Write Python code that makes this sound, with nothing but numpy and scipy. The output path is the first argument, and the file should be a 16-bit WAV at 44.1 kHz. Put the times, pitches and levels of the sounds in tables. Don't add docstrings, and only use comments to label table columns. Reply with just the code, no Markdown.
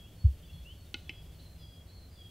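import sys
import numpy as np
from scipy import signal
from scipy.fft import rfft, irfft, next_fast_len
from scipy.io import wavfile
from scipy.ndimage import map_coordinates

SR = 44100
rng = np.random.default_rng(int(sys.argv[2]) if len(sys.argv) > 2 else 0)


def bounce(signal):
    frames = np.transpose(np.atleast_2d(signal))
    limited = np.clip(frames, -1, 1)
    pcm = np.round(limited * 32767).astype(np.int16)
    wavfile.write(sys.argv[1], SR, pcm)


N = 101430
T = np.arange(N) / SR


def amp(db):
    return 10 ** (np.asarray(db) / 20)


def unit(x):
    return x / np.sqrt(np.mean(x ** 2) + 1e-20)


def along(points, hz):
    point_hz, value = np.transpose(points)
    return np.interp(np.log(hz + 1), np.log(point_hz + 1), value)


def level_curve(points):
    time_s, level_db = np.transpose(points)
    return np.interp(T, time_s, level_db)


def wobble(rate):
    return map_coordinates(rng.standard_normal(1024), [T * rate], mode="wrap")


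def filtered(x, response):
    size = next_fast_len(N + SR // 2)
    hz = np.fft.rfftfreq(size, 1 / SR)
    return irfft(rfft(x, size) * response(hz), size)[..., :N]


def spread(pair, side_db):
    mid, side = pair[0], amp(side_db) * pair[1]
    return np.array([mid + side, mid - side])


def rush(spectrum, side_db):
    noise = filtered(rng.standard_normal((2, N)), lambda hz: amp(along(spectrum, hz)))
    return unit(spread(noise, side_db))


def rumble():
    # frequency_hz, relative_level_db
    rumble_colour = [(12, -32), (22, -1), (34, -21.5), (50, -2), (68, 0.5), (98, -3), (126, -12.5),
                     (148, -13), (161, -4), (185, -18), (300, -20), (400, -24.5), (580, -25), (1000, -36),
                     (2000, -38.5), (6000, -51.5)]
    # time_s, level_db
    rumble_course = [(0, -50.5), (.8, -51.5), (1.1, -51), (1.36, -50), (1.55, -50.5), (2.3, -50.5)]
    level_db = level_curve(rumble_course) + 0.55 * wobble(5.35)
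    return amp(level_db) * rush(rumble_colour, side_db=-28.5)


def chorus():
    # frequency_hz, relative_level_db
    chorus_colour = [(1200, -29), (2200, -8.5), (3000, 1.5), (3500, -0.5), (4000, -8), (4900, -7.5),
                     (6500, -10.5)]
    # time_s, level_db
    chorus_course = [(0, -68), (.3, -69), (.5, -67), (.8, -68.5), (1.15, -70), (1.45, -66.5), (1.9, -73.5),
                     (2.3, -70)]
    level_db = level_curve(chorus_course) + 1.6 * wobble(24.82)
    return amp(level_db) * rush(chorus_colour, side_db=-48)


def hiss():
    # frequency_hz, relative_level_db
    hiss_colour = [(100, 8.1), (1500, 0.89), (7000, -0.76), (15500, -3)]
    return amp(-67) * rush(hiss_colour, side_db=-2.0)


def note(hz, t, length, rise, fall):
    gate = np.clip(t / rise, 0, 1) ** 0.6 * np.clip((length - t) / fall, 0, 1)
    wavering_hz = hz * (1 + 0.006 * wobble(130))
    return np.sqrt(2) * gate * np.sin(2 * np.pi * np.cumsum(wavering_hz) / SR)


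def whistles():
    # start_s, length_s, held_pitch_hz, scoop_hz (starting offset from it), level_db
    whistle_notes = [(-.12, 0.21, 3300, 255, -61), (0.15, 0.15, 4390, 27, -70.5),
                     (0.413, .27, 3368, 283.5, -69), (0.47, 0.17, 4270, 3, -78),
                     (0.704, 0.17, 4390, 31, -74), (.98, .11, 4170, 199.5, -75),
                     (1.035, 0.22, 3320, 251, -64.5), (1.116, 0.15, 4815, 304.5, -76.5),
                     (1.311, 0.17, 4380, 59, -72.5), (1.387, 0.19, 4162, -220, -67),
                     (1.571, 0.17, 4760, 452.5, -70.5), (1.588, .26, 3289, 197.5, -66.5),
                     (1.865, 0.17, 4343, 52, -66.5), (1.87, 0.23, 4118, -220, -70),
                     (2.09, 0.16, 4720, 351.5, -73.5), (2.148, 0.31, 3278, 299.5, -63.5)]
    scoop_s, rise_s, fall_s = 0.03, 0.046, 0.062
    flutter_db, flutter_rate = 2.5, 70
    out = np.zeros(N)
    for start, length, held_hz, scoop_hz, level_db in whistle_notes:
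        t = np.maximum(T - start, 0)
        pitch_hz = held_hz + scoop_hz * np.exp(-t / scoop_s)
        loudness = amp(level_db + flutter_db * wobble(flutter_rate))
        out += loudness * note(pitch_hz, t, length, rise_s, fall_s)
    return out


def chirps():
    # start_s, length_s, first_pitch_hz, last_pitch_hz, level_db
    chirp_notes = [(.035, 0.066, 2540, 3140, -68), (0.423, 0.034, 3350, 2950, -62),
                   (.448, 0.036, 4580, 4850, -70), (0.489, 0.034, 2610, 2920, -62),
                   (0.647, .092, 2650, 3240, -55.5), (.724, .022, 3350, 3000, -58),
                   (0.845, 0.062, 3730, 3640, -72.5), (0.951, .045, 3540, 3930, -63),
                   (1.32, 0.024, 3250, 3770, -63)]
    edge_s = 0.019
    out = np.zeros(N)
    for start, length, first_hz, last_hz, level_db in chirp_notes:
        t = np.maximum(T - start, 0)
        pitch_hz = np.interp(t, [0, length], [first_hz, last_hz])
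        out += amp(level_db) * note(pitch_hz, t, length, edge_s, edge_s)
    return out


def forest(x, side_db):
    # frequency_hz, t60_s
    forest_t60 = [(100, 0.41), (1000, .45), (3000, .55), (6000, 1), (12000, 0.05)]
    hz, t, noise = signal.stft(rng.standard_normal((2, SR)), SR, nperseg=256)
    decay = amp(-60 * t / along(forest_t60, hz)[:, None])
    tail = signal.istft(noise * decay, SR, nperseg=256)[1]
    tail = spread(tail, side_db)
    tail /= np.linalg.norm(tail[0])
    return signal.fftconvolve(x[None], tail, axes=1)[:, :N]


def songbirds():
    far, nearer = whistles(), chirps()
    into_trees = amp(-3.5) * far + amp(-12.5) * nearer
    return far + nearer + forest(into_trees, side_db=-46)


def thump_echoes():
    # centre_s, width_s (standard deviation), level_db
    echo_swells = [(0.472, .025, -48), (0.55, 0.028, -42.5), (.63, 0.042, -49)]
    # frequency_hz, relative_level_db
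    echo_colour = [(25, -40), (55, 6.5), (80, 4), (105, -14), (160, -11), (500, -90)]
    swell = sum(amp(level_db) * np.exp(-0.5 * ((T - centre) / width) ** 2)
                for centre, width, level_db in echo_swells)
    return swell * rush(echo_colour, side_db=-53)


def thump():
    # start_s, level_db
    start, blow_db = (0.2398, 0)
    # frequency_hz, relative_level_db, rise_s, t60_s
    thump_modes = [(66.8, -3, 0.027, 0.15), (91.8, 11.5, 0.026, 0.057)]
    t = np.maximum(T - start, 0)
    blow = np.zeros(N)
    for k, (hz, level_db, rise, t60) in enumerate(thump_modes):
        swell = 1 - np.exp(-(t / rise) ** 2)
        direction = (-1) ** (k + 1)
        blow += direction * amp(level_db - 60 * t / t60) * swell * np.sin(2 * np.pi * hz * t)
    left_over_right_db = 0.2
    pan = amp(np.array([[1], [-1]]) * left_over_right_db / 2)
    return pan * (amp(blow_db) * blow + thump_echoes())


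def causal(colour_db, size=2048):
    cepstrum = irfft(np.log(amp(colour_db(np.fft.rfftfreq(size, 1 / SR)))))
    cepstrum[1:size // 2] *= 2
    cepstrum[size // 2 + 1:] = 0
    response = irfft(np.exp(rfft(cepstrum)))
    return response / np.linalg.norm(response)


def throat_ring(t, opening):
    # frequency_hz, t60_s, open_beak_db, nearly_closed_beak_db (both relative)
    throat_modes = [(255, 0.086, -10.5, -18), (319.6, 0.073, -10.5, -13.5), (816, 0.07, -18.5, -23),
                    (1445, .066, -9, -34), (2120, 0.049, -4.5, -4), (2310, 0.059, -24, -8.5),
                    (2605, 0.054, -3, -8), (2696, 0.031, -20, -8), (2955, 0.028, 1.5, -8),
                    (3015, 0.07, -10, -5.5), (3500, 0.014, -20, -24), (3940, 0.044, -9.5, -28),
                    (4480, 0.051, -15, -24), (5180, 0.044, -21, -18.5)]
    rise_s = 0.00053
    ring = np.zeros(N)
    for hz, t60, open_db, closed_db in throat_modes:
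        level_db = opening * open_db + (1 - opening) * closed_db
        ring += amp(level_db - 60 * t / t60) * np.cos(2 * np.pi * hz * t)
    return ring * (1 - np.exp(-t / rise_s))


def beak_crack(start, t, opening):
    # frequency_hz, relative_level_db
    crack_open = [(300, -13.5), (1800, -20.5), (2500, -5), (2950, 2.5), (3900, 0), (4500, -2), (4950, -23),
                  (5400, -14), (6100, -6.5), (6900, -31), (8300, -20), (15000, -53)]
    # frequency_hz, relative_level_db
    crack_closed = [(300, -24), (1700, -34.5), (2200, 0.5), (2800, 4.5), (3200, -9.5), (3800, -23),
                    (5200, -25), (6000, -30), (9500, -36), (15000, -42)]
    snap_db, t60_s, dull_hz = 14, 0.018, 8600
    scrape = filtered(rng.standard_normal(N), lambda hz: 1 / (1 + (hz / dull_hz) ** 4))
    burst = (t > 0) * amp(-60 * t / t60_s) * scrape / 2
    burst[round(start * SR)] += amp(snap_db)
    beak = causal(lambda hz: opening * along(crack_open, hz) + (1 - opening) * along(crack_closed, hz))
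    return signal.fftconvolve(burst, beak)[:N]


def clicks():
    # start_s, ring_level_db, beak_opening (0-1), crack_level_db
    click_events = [(0.9427, -32.5, 0.95, -28.5), (1.0943, -34.5, 0.16, -29.5)]
    out = np.zeros((2, N))
    for start, ring_db, opening, crack_db in click_events:
        t = np.maximum(T - start, 0)
        click = amp(ring_db) * throat_ring(t, opening) + amp(crack_db) * beak_crack(start, t, opening)
        out += click + amp(-17) * forest(click, side_db=-45)
    return out


def scene():
    return rumble() + chorus() + hiss() + songbirds() + thump() + clicks()


def record(dry):
    top_hz = 15750
    return filtered(dry, lambda hz: hz < top_hz)


dry = scene()
out = record(dry)
bounce(out)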